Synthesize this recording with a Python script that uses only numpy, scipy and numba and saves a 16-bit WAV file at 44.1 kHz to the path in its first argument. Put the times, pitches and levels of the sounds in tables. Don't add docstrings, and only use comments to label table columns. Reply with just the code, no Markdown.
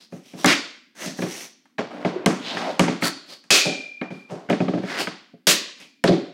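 import sys
import numpy as np
from scipy import signal
from scipy.fft import rfft, irfft
from scipy.io import wavfile
from numba import njit

SR = 44100
rng = np.random.default_rng(int(sys.argv[2]) if len(sys.argv) > 2 else 0)


def transcribe(u):
    v = np.clip(np.atleast_2d(u).T, -1, 1)
    q = np.round(v * 32767).astype(np.int16)
    wavfile.write(sys.argv[1], SR, q)


N = 279153
SWELL_DB, FADE_DB = 22.5, 31.5


def undb(db):
    return 10 ** (np.asarray(db) / 20)


def unit(x):
    return x / np.sqrt(np.mean(x ** 2))


def peak(x):
    return x / np.abs(x).max()


def add(bus, start_s, x):
    i = int(start_s * SR)
    bus[i:i + len(x)] += x[:len(bus) - i]


def fade(t, t60):
    return np.exp(-np.log(1000) * t / t60)


def rise(t, rise_s):
    return (1 - np.exp(-t / rise_s)) ** 2


def band(x, hz, width_hz):
    return signal.lfilter(*signal.iirpeak(hz, hz / width_hz, fs=SR), x)


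@njit
def sweep(x, hz, k):
    y, band_state, low_state = np.empty(len(x)), 0., 0.
    for i in range(len(x)):
        g = np.tan(np.pi * hz[i] / SR)
        v = (band_state + g * (x[i] - low_state)) / (1 + g * (g + k))
        band_state = 2 * v - band_state
        low_state = low_state + 2 * g * v
        y[i] = k * v
    return y


def humps(x, body):
    hz = np.fft.rfftfreq(len(x), 1 / SR) + 1
    power = 0
    for centre_hz, spread_octaves, db in body:
        octaves_away = np.log2(hz / centre_hz)
        power = power + undb(2 * db) * np.exp(-.5 * (octaves_away / spread_octaves) ** 2)
    return unit(irfft(rfft(x) * np.sqrt(power), len(x)))


def ring(modes, t, scatter_db, detune):
    total = 0
    for hz, db, t60 in modes:
        level_luck, pitch_luck = rng.standard_normal(2)
        tone = np.sin(2 * np.pi * hz * (1 + detune * pitch_luck) * t)
        total = total + undb(db + scatter_db * level_luck) * fade(t, t60) * tone
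    return total


def low_hum():
    return undb(-65) * unit(band(band(rng.standard_normal(N), 270, 70), 220, 100))


def room(x):
    # (f/Hz, time to fall 60 dB/s, level/dB)
    echo_bands = np.array([(95, 0.17, 0), (250, 0.43, 2.5), (750, 0.42, 1.5), (1800, 0.59, -3.5),
                           (4800, 0.53, 5.5), (9600, 0.3, -1.5), (13600, 0.077, -3)])
    t = np.arange(SR) / SR
    echo = 0
    for hz in 100 * 2 ** np.arange(0, 7.3, .5):
        t60, db = (np.interp(np.log(hz), np.log(echo_bands[:, 0]), echo_bands[:, k]) for k in (1, 2))
        noise = band(band(rng.standard_normal(SR), hz, hz / 2), hz, hz / 2)
        echo = echo + undb(db) * noise * fade(t, t60)
    echo = echo * (1 - np.exp(-t / 0.0023))
    return signal.fftconvolve(x, echo / np.sqrt(np.sum(echo ** 2)))[:N]


def groan():
    # (start t/s, swell/s, release/s, first f/Hz, last f/Hz, level/dB)
    groaning_drags = [(2.069, 0.094, 0.17, 430, 286, -28.5), (2.6, 0.1074, 0.013, 934, 553, -22),
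                      (6.075, 0.016, .18, 385, 221, -13.5)]
    out = np.zeros(N)
    for start_s, swell_s, release_s, first_hz, last_hz, db in groaning_drags:
        t = np.arange(int((swell_s + release_s) * SR)) / SR
        hz = first_hz * (last_hz / first_hz) ** (t / t[-1])
        noise = rng.standard_normal(len(t))
        rub = unit(sweep(sweep(noise, hz, .2), hz, .3))
        level_db = np.interp(t, [0, swell_s, t[-1]], [db - SWELL_DB, db, db - FADE_DB])
        soft_end = np.clip((t[-1] - t) / .01, 0, 1)
        add(out, start_s, rub * soft_end * undb(level_db))
    return out


def slides():
    # (start t/s, attack/s, hold/s, release/s, rasp level/dB, hiss level/dB,
    # rumble level/dB, rasp centre f/Hz, hiss centre f/Hz)
    strokes = [(0.0, 0.00077, 0.038, .09, -54.5, -59, -63, 4300, 4800),
               (0.09, 0.047, 0.048, 0.067, -69.5, -60, -55, 2000, 6130),
               (0.19, 0.071, 0.071, 0.043, -57.5, -58.5, -63, 2840, 5600),
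               (0.333, 0.062, 0.11, 0.031, -49.5, -45.5, -44.5, 3700, 5600),
               (0.451, 0.032, 0.044, 0.088, -17.5, -33, -27.5, 2000, 4830),
               (0.947, 0.072, 0.035, 0.16, -38.5, -39, -38, 1940, 6100),
               (1.152, 0.031, 0.056, 0.077, -53, -45, -45, 676, 5840),
               (1.2, 0.11, 0.13, 0.11, -46, -40.5, -47, 2130, 5800),
               (1.779, 0.0069, 0.0047, 0.14, -37, -98, -24, 557, 4800),
               (1.893, 0.018, 0.18, .02, -60, -72, -37, 590, 4800),
               (2.059, .01, 0.18, 0.029, -94, -86, -37.5, 630, 4700),
               (2.28, 0.011, 0.0042, 0.21, -78, -49.5, -27.5, 620, 5840),
               (2.385, 0.084, 0.047, 0.076, -32.5, -53, -38, 3300, 4100),
               (2.493, 0.052, 0.15, 0.24, -41, -59, -31, 726, 4800),
               (3.005, 0.036, 0.039, 0.049, -29, -27.5, -30, 1505, 4380),
               (3.252, 0.052, 0.031, 0.095, -45.5, -49.5, -48, 4200, 4700),
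               (4.007, 0.02, 0.0033, 0.14, -51, -90, -34.5, 1800, 4500),
               (4.096, .03, 0.077, 0.22, -59.5, -69.5, -75, 1200, 4700),
               (4.282, 0.019, .005, 0.46, -55.5, -70, -41, 730, 5570),
               (4.812, 0.086, .1, 0.032, -34, -50.5, -34.5, 1780, 4800),
               (4.97, 0.03, 0.018, 0.086, -30.5, -33.5, -29.5, 2600, 4670),
               (5.773, 0.036, 0.0057, 0.14, -45.5, -55, -52, 2660, 5000),
               (6.063, 0.014, 0.018, 0.075, -27.5, -46, -35, 3820, 4300)]
    # (f/Hz, spread/octaves, level/dB)
    rasp_body = [(1200, 0.31, 4.5), (2570, 0.51, 19.5), (3960, 0.37, 15.5)]
    hiss_body = [(5000, .6, -3), (8500, .25, -6), (13000, .3, -14)]
    rumble_body = [(173, 0.087, -3.5), (260, 0.26, -1.5), (422, 0.9, -2.5), (645, 0.065, -4)]
    glide_octaves = 0.22

    grit = rng.standard_normal(N) * undb(1.3 * rng.exponential(size=N))
    flutter = unit(band(rng.standard_normal(N), 40, 170))
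    grit = grit * undb(2.0 * flutter)
    all_rasp, all_hiss, all_rumble = (humps(grit, body) for body in (rasp_body, hiss_body, rumble_body))
    out = np.zeros(N)
    for start_s, attack_s, hold_s, release_s, rasp_db, hiss_db, rumble_db, rasp_hz, hiss_hz in strokes:
        t = np.arange(int((attack_s + hold_s + release_s) * SR)) / SR
        early = np.clip(1 - t / attack_s, 0, 1)
        late = np.clip((t - attack_s - hold_s) / release_s, 0, 1)
        start = int(start_s * SR)
        span = slice(start, start + len(t))
        low = rasp_hz * 2 ** (-glide_octaves * (early + late))
        high = np.full(len(t), float(hiss_hz))
        rasp = all_rasp[span] + unit(sweep(sweep(grit[span], low, .7), low, .9))
        hiss = all_hiss[span] + undb(-4.5) * unit(sweep(sweep(grit[span], high, .25), high, .35))
        soft_ends = np.clip(np.minimum(t, t[-1] - t) / 0.01, 0, 1)
        touch = undb(-SWELL_DB * early - FADE_DB * late) * soft_ends
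        mix = undb(rasp_db) * unit(rasp) + undb(hiss_db) * unit(hiss) + undb(rumble_db) * all_rumble[span]
        add(out, start_s, touch * mix)
    return out


def hit_pulse(tilt_db):
    # (f/Hz, level/dB)
    hit_colour = np.array([(59, -40), (100, -22.5), (389, -0.5), (662, -5.5), (930, -16.5), (1360, -6.5),
                           (2170, -6.5), (2580, -4.5), (2800, -5.5), (6990, -12), (16000, -29)])
    hz = np.fft.rfftfreq(2048, 1 / SR) + 1
    colour_db = np.interp(np.log(hz), np.log(hit_colour[:, 0]), hit_colour[:, 1])
    cepstrum = irfft(np.log(undb(colour_db + tilt_db * np.log2(hz / 2000))))
    cepstrum[1:1024] *= 2
    cepstrum[1025:] = 0
    return peak(irfft(np.exp(rfft(cepstrum))))


def hard_hits():
    # (t/s, blow level/dB, blow tilt/dB per octave, clatter level/dB,
    # clatter hold/s, clatter tilt/dB per octave)
    hit_list = [(0.471, -16, 1, -34, 0.043, -2.5), (3.505, -3.5, 1.5, -25, 0.081, 2),
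                (5.469, -9.5, 0.5, -17.5, 0.045, 3)]
    crack, clatter, t = np.zeros(N), np.zeros(N), np.arange(SR // 2) / SR
    for start_s, blow_db, tilt_db, clatter_db, hold_s, clatter_tilt_db in hit_list:
        add(crack, start_s, undb(blow_db) * hit_pulse(tilt_db))
        shake = rng.standard_normal(len(t)) * fade(np.maximum(t - hold_s, 0), 0.19)
        add(clatter, start_s, undb(clatter_db) * signal.fftconvolve(hit_pulse(clatter_tilt_db), shake))
    return crack, clatter


def goal_post():
    # (t/s, ring level/dB, ring stops at t/s)
    post_strikes = [(3.505, -25.5, 4.31), (5.469, -50, 6.04)]
    # (f/Hz, level/dB, time to fall 60 dB/s)
    post_tones = [(2379, 0, 1.8), (2415, -3, 1.7), (2432, -3, 1.3), (2451, -4, 1.2), (2561, 11, .55),
                  (2639, 9, .3)]
    out, t = np.zeros(N), np.arange(2 * SR) / SR
    for start_s, post_db, stop_s in post_strikes:
        stop = np.clip((stop_s - start_s - t) / .04, 0, 1)
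        add(out, start_s, undb(post_db) * ring(post_tones, t, 0, 0) * stop)
    return out


def tile_thud(t, centre_hz):
    # (f/Hz, level/dB, time to fall 60 dB/s)
    tile_tones = [(151, -20.5, 0.02), (186, 1, 0.086), (240, 1, 0.086), (299.7, -5.5, 0.14),
                  (411, -3, 0.12), (568, 2.5, 0.055), (703, -3, 0.093)]
    spot = [(hz, db - 4.15 * abs(np.log2(hz / centre_hz)), t60) for hz, db, t60 in tile_tones]
    return peak(ring(spot, t, 1.4, 0.066) * rise(t, 0.002))


def blade_crack(t):
    # (f/Hz, level/dB, time to fall 60 dB/s)
    blade_tones = [(850, -3, .012), (1200, -2, .01), (1650, 0, .01), (2200, 0, .009), (2900, -4, .007),
                   (3800, -8, .005)]
    chatter = rng.standard_normal(2000) * fade(t[:2000], .035)
    blade = ring(blade_tones, t, 2., .06) * rise(t, .0006)
    return peak(np.convolve(blade, chatter)[:len(t)])


def sharp_tick(t):
    grit = rng.standard_normal(len(t)) * fade(t, .02) * rise(t, 0.00012)
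    return peak(band(band(grit, 5500, 5000), 5500, 8000))


def knocks():
    # (t/s, tile thud level/dB, blade crack level/dB, sharp tick level/dB,
    # room share level/dB, thud centre f/Hz)
    knock_list = [(0.123, -27.5, -40.5, -52, 4, 250), (0.334, -30, -39, -56, 6, 248),
                  (0.4442, 0, 5.5, -10.5, -4, 300), (0.459, -17, -7.5, -2.5, -16, 243),
                  (1.06, -25, -56, -21.5, 6, 226), (1.187, -17.5, -28, -43, -1.5, 219),
                  (1.22, -18.5, -21, -45, 5, 306), (1.655, -66, -46, -58, 0.5, 227),
                  (1.782, -29.5, -19, -43.5, -7, 605), (1.79, -17.5, -20.5, -68, -19, 482),
                  (2.048, -12.5, -14.5, -56, -0.5, 316), (2.26, -3.5, -5.5, -11, 0, 266),
                  (2.569, -50, -16.5, -62, 6.5, 620), (2.794, -5.5, -3.5, -9.5, 1.5, 175),
                  (2.879, -12.5, -14, -42, 1.5, 204), (2.924, -24, -48, -48, -20.5, 231),
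                  (3.022, -15.5, -13, -33.5, 2, 256), (3.439, -58, -44.5, -47.5, 3.5, 183),
                  (3.505, -19, -10, -18.5, -18, 330), (3.65, -29, -49, -35, 23, 470),
                  (4.013, -18.5, -20, -55, -15, 234), (4.104, -27.5, -33.5, -62.5, 6, 305),
                  (4.307, -31.5, -47, -46, 15.5, 343), (4.395, -57, -60, -51.5, -13.5, 304),
                  (4.488, -21.5, -26, -68, 1, 240), (4.498, -8, -12, -29, 1, 413),
                  (4.527, -11, -14.5, -59, -19, 208), (4.603, -11.5, -19.5, -51, 1, 236),
                  (4.681, -12, -21, -69, -0.5, 244), (4.735, -13.5, -27, -70, 4, 240),
                  (4.776, -19.5, -26, -62.5, 0, 183), (4.834, -19, -28, -53, -10, 168),
                  (5.071, -20.5, -14.5, -49, -1.5, 344), (5.335, -35.5, -64, -76.5, -7, 176),
                  (5.47, -19, -10.5, -13.5, 4.5, 310), (5.801, -48.5, -51, -38.5, 6, 250),
                  (6.039, -3, -6, -17.5, 0.5, 413), (6.077, -28, -20, -37, 5, 373),
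                  (6.089, -1.5, -33, -34, 1, 237)]
    near, far, t = np.zeros(N), np.zeros(N), np.arange(SR // 4) / SR
    impulse = 1. * (t == 0)
    dull_click = peak(band(band(impulse, 1300, 2500), 1500, 2300))
    bright_click = peak(band(band(impulse, 5000, 6000), 5000, 7000))
    for start_s, thud_db, crack_db, tick_db, room_db, centre_hz in knock_list:
        thud = undb(thud_db) * tile_thud(t, centre_hz)
        crack = undb(crack_db) * blade_crack(t)
        tick = undb(tick_db) * sharp_tick(t)
        add(near, start_s, thud + crack + tick)
        first_swings = undb(3.5) * fade(t, 0.038) * thud
        click = undb(crack_db + 1.5) * dull_click + undb(tick_db + 2.0) * bright_click
        add(far, start_s, undb(room_db) * (first_swings + click))
    return near, far


def scene():
    hum = low_hum()
    slide = slides() + groan()
    crack, clatter = hard_hits()
    near, far = knocks()
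    wet = room(far + undb(19.5) * crack + undb(-12.5) * slide)
    return (near + crack + clatter + goal_post() + slide + wet + hum)[None]


@njit
def limit(x, top, attack, release):
    y, envelope = np.empty(len(x)), 0.
    for i in range(len(x)):
        ahead = abs(x[min(i + 40, len(x) - 1)])
        envelope += (ahead - envelope) * (attack if ahead > envelope else release)
        y[i] = x[i] * min(1., top / (envelope + 1e-9))
    return y


def record(dry):
    ceiling_db, attack_s, release_s = -9.5, 0.0011, 0.0049
    x = dry[0] + undb(-82) * rng.standard_normal(N)
    x = signal.sosfilt(signal.butter(5, 115, "high", fs=SR, output="sos"), x)
    x = limit(x, float(undb(ceiling_db)), 1 / (attack_s * SR), 1 / (release_s * SR))
    x = .72 * np.tanh(x / .72)
    return signal.sosfilt(signal.ellip(10, .2, 80, 15800, fs=SR, output="sos"), x)[None]


dry = scene()
out = record(dry)
transcribe(out)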